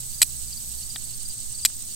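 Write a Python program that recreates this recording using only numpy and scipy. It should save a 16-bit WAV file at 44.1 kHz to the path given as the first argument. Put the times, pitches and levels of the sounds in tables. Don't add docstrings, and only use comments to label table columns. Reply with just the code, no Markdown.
import sys
import numpy as np
from scipy import signal
from scipy.fft import rfft, irfft
from scipy.io import wavfile
from scipy.ndimage import uniform_filter1d

SR = 44100
rng = np.random.default_rng(int(sys.argv[2]) if len(sys.argv) > 2 else 0)


def volts_from_decibels(level):
    exponent = np.asarray(level, float) / 20
    return 10 ** exponent


def output_pcm(signal):
    pcm = np.clip(np.atleast_2d(signal).T, -1, 1) * 32767
    wavfile.write(sys.argv[1], SR, np.round(pcm).astype(np.int16))


N = 85995
T = np.arange(N) / SR


def level(x, db):
    return x * volts_from_decibels(db) / np.sqrt(np.mean(x ** 2))


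def pan(x, left_db, right_db):
    return x * volts_from_decibels(np.array([[left_db], [right_db]]))


def gains(points, size):
    p = np.array(points, float)
    bin_hz = np.fft.rfftfreq(size, 1 / SR)
    return volts_from_decibels(np.interp(np.log(bin_hz + 1), np.log(p[:, 0]), p[:, 1]))


def hiss(points):
    return irfft(rfft(rng.standard_normal(N)) * gains(points, N), N)


def colour(x, points):
    cepstrum = irfft(np.log(gains(points, 1024)))
    cepstrum[1:512] *= 2
    cepstrum[513:] = 0
    impulse = irfft(np.exp(rfft(cepstrum)))
    return signal.fftconvolve(x, impulse / np.sqrt(np.sum(impulse ** 2)))[:N]


def ring(x, hz, t60_s):
    pole = np.exp(2j * np.pi * hz / SR - np.log(1000) / (t60_s * SR))
    return signal.lfilter([1], [1, -pole], x).imag


def band(x, hz, width_hz):
    edges_hz = [hz - width_hz / 2, hz + width_hz / 2]
    return signal.sosfilt(signal.butter(2, edges_hz, "band", fs=SR, output="sos"), x)


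def walk(rate_hz):
    k = int(SR / rate_hz)
    steps = np.repeat(rng.standard_normal(N // k + 1), k)
    return 1.32 * uniform_filter1d(uniform_filter1d(steps, k), k)[:N]


def clicks(per_s, spread_db):
    size = rng.standard_normal(N) * volts_from_decibels(spread_db * rng.exponential(size=N))
    return level((rng.random(N) < per_s) * size if per_s < 1 else (rng.random(N) < per_s / SR) * size, 0)


def strikes():
    # time in seconds, peak in dB, share of low thud.
    blows = [
        (0.2176, 1, .4),
        (0.2186, -5, 0),
        (0.2284, -7, 0),
        (0.2289, -9, 0),
        (0.2247, -15, 0),
        (1.6506, 1, 1),
        (1.6591, -10, 0),
        (1.6565, -13, 0),
    ]
    # start in seconds, length in seconds, level in dB.
    scrapes = [
        (0.2177, .0028, -12),
        (0.2205, .006, -20),
        (0.2257, .0068, -12),
        (0.2315, .005, -27),
        (1.6507, .0045, -17),
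        (1.6545, .007, -16),
        (1.661, .004, -27),
    ]
    # frequency in Hz, level in dB, t60 in seconds.
    steel_modes = [(2050, -15, .012), (2500, -14, .012), (3500, -10, .01), (4120, -9, .016),
                   (4400, -11, .016), (4900, -7, .016), (5900, -15, .012), (7400, -8, .014),
                   (7930, 0, .018), (8760, -15, .05), (9350, -11, .018), (10900, -20, .045),
                   (11400, -12, .028), (12000, -4, .011), (14500, -13, .01)]
    # frequency in Hz, gain in dB.
    grit_colour = [(180, -31), (300, -51), (1340, -26.5), (2440, -4), (3030, -15.5), (4230, -1),
                   (6410, -10), (7820, -2), (16000, -30.5)]
    # frequency in Hz, gain in dB.
    crack_colour = [(59, -45), (100, -54), (1250, -13.5), (3700, -7), (5770, -66), (7940, 16), (9820, 34),
                    (11900, 37), (16000, 19)]
    blow, thud = np.zeros((2, N))
    for s, db, low in blows:
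        blow[int(s * SR)] = volts_from_decibels(db)
        thud[int(s * SR)] = volts_from_decibels(db) * low
    drag = 0
    for s, length_s, db in scrapes:
        u = np.clip((T - s) / length_s, 0, 1)
        drag = drag + volts_from_decibels(db) * np.sqrt(np.sin(np.pi * u ** .7) + 1e-9)
    grit = drag * clicks(per_s=14000, spread_db=1.5)
    push = volts_from_decibels(-6) * blow + 0.2 * volts_from_decibels(-5) * grit
    steel = sum(volts_from_decibels(db) * ring(push, hz, t60_s) for hz, db, t60_s in steel_modes)
    edge = steel + colour(grit, grit_colour) + colour(blow, crack_colour)
    edge = signal.sosfilt(signal.butter(2, 1600, "high", fs=SR, output="sos"), edge)
    return edge + volts_from_decibels(-17) * ring(thud, hz=600, t60_s=.002)


def taps():
    # time in seconds, peak in dB, pitch in Hz, t60 in seconds.
    knocks = [
        (0.9593, -21, 4300, .0015),
        (0.9594, -29, 2600, .006),
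        (0.9604, -19, 3800, .006),
        (0.9632, -28, 3200, .012),
        (0.9618, -29, 1800, .01),
        (1.7012, -37, 1500, .003),
    ]
    out = np.zeros(N)
    for s, db, hz, t60_s in knocks:
        knock = 1. * (np.arange(N) == int(s * SR))
        out = out + volts_from_decibels(db) * ring(knock, hz, t60_s)
    return out


def chirper(chirps, hz, first_sag_hz, rough_db):
    spacing_s, length_s, sag_hz = 0.0456, 0.03, 500
    out = np.zeros(N)
    for s, db in chirps:
        for k, step_db in enumerate([-3, 3, 3]):
            u = np.clip((T - s - k * spacing_s) / length_s + .5, 0, 1)
            pitch_hz = hz - sag_hz * u ** 5 - first_sag_hz * u * (k == 0)
            turn = 2 * np.pi * np.cumsum(pitch_hz) / SR
            out = out + volts_from_decibels(db + step_db) * np.sin(np.pi * u ** .8) ** 2 * np.sin(turn)
    return out * volts_from_decibels(rough_db * walk(150))


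def crickets():
    # first syllable in seconds, level in dB.
    near_chirps = [(.102, -39), (.487, -39), (0.862, -38), (1.218, -36), (1.549, -35), (1.916, -38)]
    # first syllable in seconds, level in dB.
    far_chirps = [(.065, -48), (.255, -49), (.487, -44), (.745, -45), (1.01, -47), (1.1, -46), (1.33, -48),
                  (1.51, -48), (1.7, -49), (1.88, -47)]
    near = chirper(near_chirps, hz=4750, first_sag_hz=250, rough_db=1.5)
    far = chirper(far_chirps, hz=4510, first_sag_hz=60, rough_db=4)
    return pan(near, 0, -14) + pan(far, 0, -4)


def chorus():
    # resonance in Hz, width in Hz, left level in dB, right level in dB.
    resonances = [(7970, 246, -41.5, -43), (8458, 375, -40, -37), (9550, 140, -51.5, -73)]
    throb_hz, throb_s = 33.5, .0033
    turn = 2 * np.pi * throb_hz * (T - throb_s) + .2 * walk(2)
    pairing = np.clip(T, 0, 1) * np.cos(turn / 2 + 4.0)
    out = np.zeros((2, N))
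    for side, (depth, pair_depth) in enumerate([(.15, .12), (.45, .3)]):
        throb = 1 + depth * np.cos(turn) + pair_depth * pairing
        for hz, width_hz, *side_db in resonances:
            wings = band(clicks(4000, 1), hz, width_hz) * throb * volts_from_decibels(1.2 * walk(9))
            out[side] += level(wings, side_db[side])
    return out


def cicada():
    # frequency in Hz, gain in dB per Hz.
    buzz_colour = [(2400, -50), (2750, -19), (4000, -5), (5500, -5.5), (7000, 1), (8300, -2), (9500, -7),
                   (12000, -34)]
    swell_hz, swell_s = 10.1, .425
    swell = np.cos(2 * np.pi * swell_hz * (T - swell_s))
    buzz = colour(clicks(12000, .5), buzz_colour) * (1 + .2 * swell)
    low = band(rng.standard_normal(N), 2970, 610) * (1 + swell)
    return pan(level(buzz, -38.5) + level(low, -58), -25, 0)


def rasps():
    # start in seconds, end in seconds, strokes per second, centre in Hz, left level in dB.
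    insects = [
        (0, 1.1, 127, 11300, -47.5),
        (0, .8, 69, 14300, -48.5),
        (1.72, 1.95, 69, 14300, -46),
    ]
    right_db, duties, relative_widths = [3, 1.5, -4], [.7, .7, .4], [.3, .19, .19]
    out = 0
    for (start, end, rate_hz, hz, db), r_db, duty, width in zip(insects, right_db, duties, relative_widths):
        phase = (T - start) * rate_hz + .05 * walk(8)
        stroke = np.exp((-phase) % 1 / duty) * volts_from_decibels(1.5 * walk(12))
        on = np.clip(np.minimum(T - start + (start == 0), end - T) / .02, 0, 1)
        noise = band(rng.standard_normal((2, N)), hz, width * hz)
        out = out + pan(on * level(noise * stroke, db), 0, r_db)
    return out


def ticks():
    # time in seconds, level in dB.
    bursts = [(1.053, -42), (1.106, -38), (1.171, -39), (1.23, -38), (1.284, -37), (1.296, -41),
              (1.336, -39)]
    length_s = .008
    shape = sum(volts_from_decibels(db) * np.exp(-((T - s) / length_s * 2) ** 2) for s, db in bursts)
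    noise = level(band(rng.standard_normal(N), 13500, 4200), 0)
    return pan(shape * noise, 0, -10)


def motor(curve, orders):
    s, hz, db = np.array(curve, float).T
    firing_hz = np.interp(T, s, hz) * (1 + 0.00612 * walk(5.39))
    turn = 2 * np.pi * np.cumsum(firing_hz) / SR
    tones = sum(volts_from_decibels(order_db + 2.9 * walk(9.01)) * np.sin(m * turn) for m, order_db in orders)
    return np.sqrt(2) * volts_from_decibels(np.interp(T, s, db, left=-120)) * tones


def drones():
    # time in seconds, firing rate in Hz, level in dB.
    far_motor = [
        (0, 62, -41),
        (.55, 62, -40),
        (1.1, 62, -45),
        (1.5, 60, -49),
        (1.75, 58, -51),
        (1.95, 58, -56),
    ]
    # multiple of the firing rate, level in dB.
    motor_orders = [(1, -0.5), (2, -7), (3, -25), (2.4, -17.5), (3.53, -25)]
    # time in seconds, firing rate in Hz, level in dB.
    rev = [
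        (1.8, 82, -66),
        (1.865, 85, -45),
        (1.9, 87, -44),
        (1.95, 84, -52),
    ]
    # multiple of the firing rate, level in dB.
    rev_orders = [(1, 1.5), (2, -9.5), (3, -18.5), (4, -21)]
    # frequency in Hz, level in dB.
    hum_tones = [(62, -58.5), (113, -56.5), (120, -58), (229, -63), (240, -63.5)]
    hum = sum(motor([(0, hz, db), (2, hz, db)], [(0.98, 0)]) for hz, db in hum_tones)
    wind = level(hiss([(2, -12), (7, 0), (14, -16), (40, -30), (100, -60)]), -36.5)
    wind = wind * volts_from_decibels(-3.5 * (T - 1))
    return np.array([hum, motor(far_motor, motor_orders) + motor(rev, rev_orders) + wind])


def air():
    # frequency in Hz, level in dB per Hz.
    left_colour = [(20, -53), (110, -29.5), (400, -39), (2500, -47.5), (4500, -34), (6800, -34.5),
                   (10500, -29.5), (15700, -30)]
    # frequency in Hz, level in dB per Hz.
    right_colour = [(20, -21), (150, -22), (500, -44), (2500, -48.5), (7000, -25), (10000, -29.5),
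                    (15700, -37.5)]
    left = level(hiss(left_colour), -41.5) * volts_from_decibels(0.41 * walk(9.33))
    right = level(hiss(right_colour), -38) * volts_from_decibels(0.41 * walk(9.33))
    shared = level(hiss([(200, 3.5), (1200, -4.5), (2500, -1.5), (5000, -12.5)]), -60.5)
    return np.array([left, right]) + shared


def scene():
    bed = crickets() + chorus() + cicada() + rasps() + ticks() + drones() + air()
    return strikes() + taps() + bed


def low_pass(x):
    return signal.sosfilt(signal.butter(12, 16960, fs=SR, output="sos"), x)


def record(dry):
    ceiling, top_hz = 1.1, 15750
    x = ceiling * np.tanh(dry / ceiling)
    x = signal.sosfilt(signal.ellip(10, .2, 70, top_hz, fs=SR, output="sos"), x)
    return low_pass(np.clip(x, -1, 1))


dry = scene()
out = record(dry)
output_pcm(out)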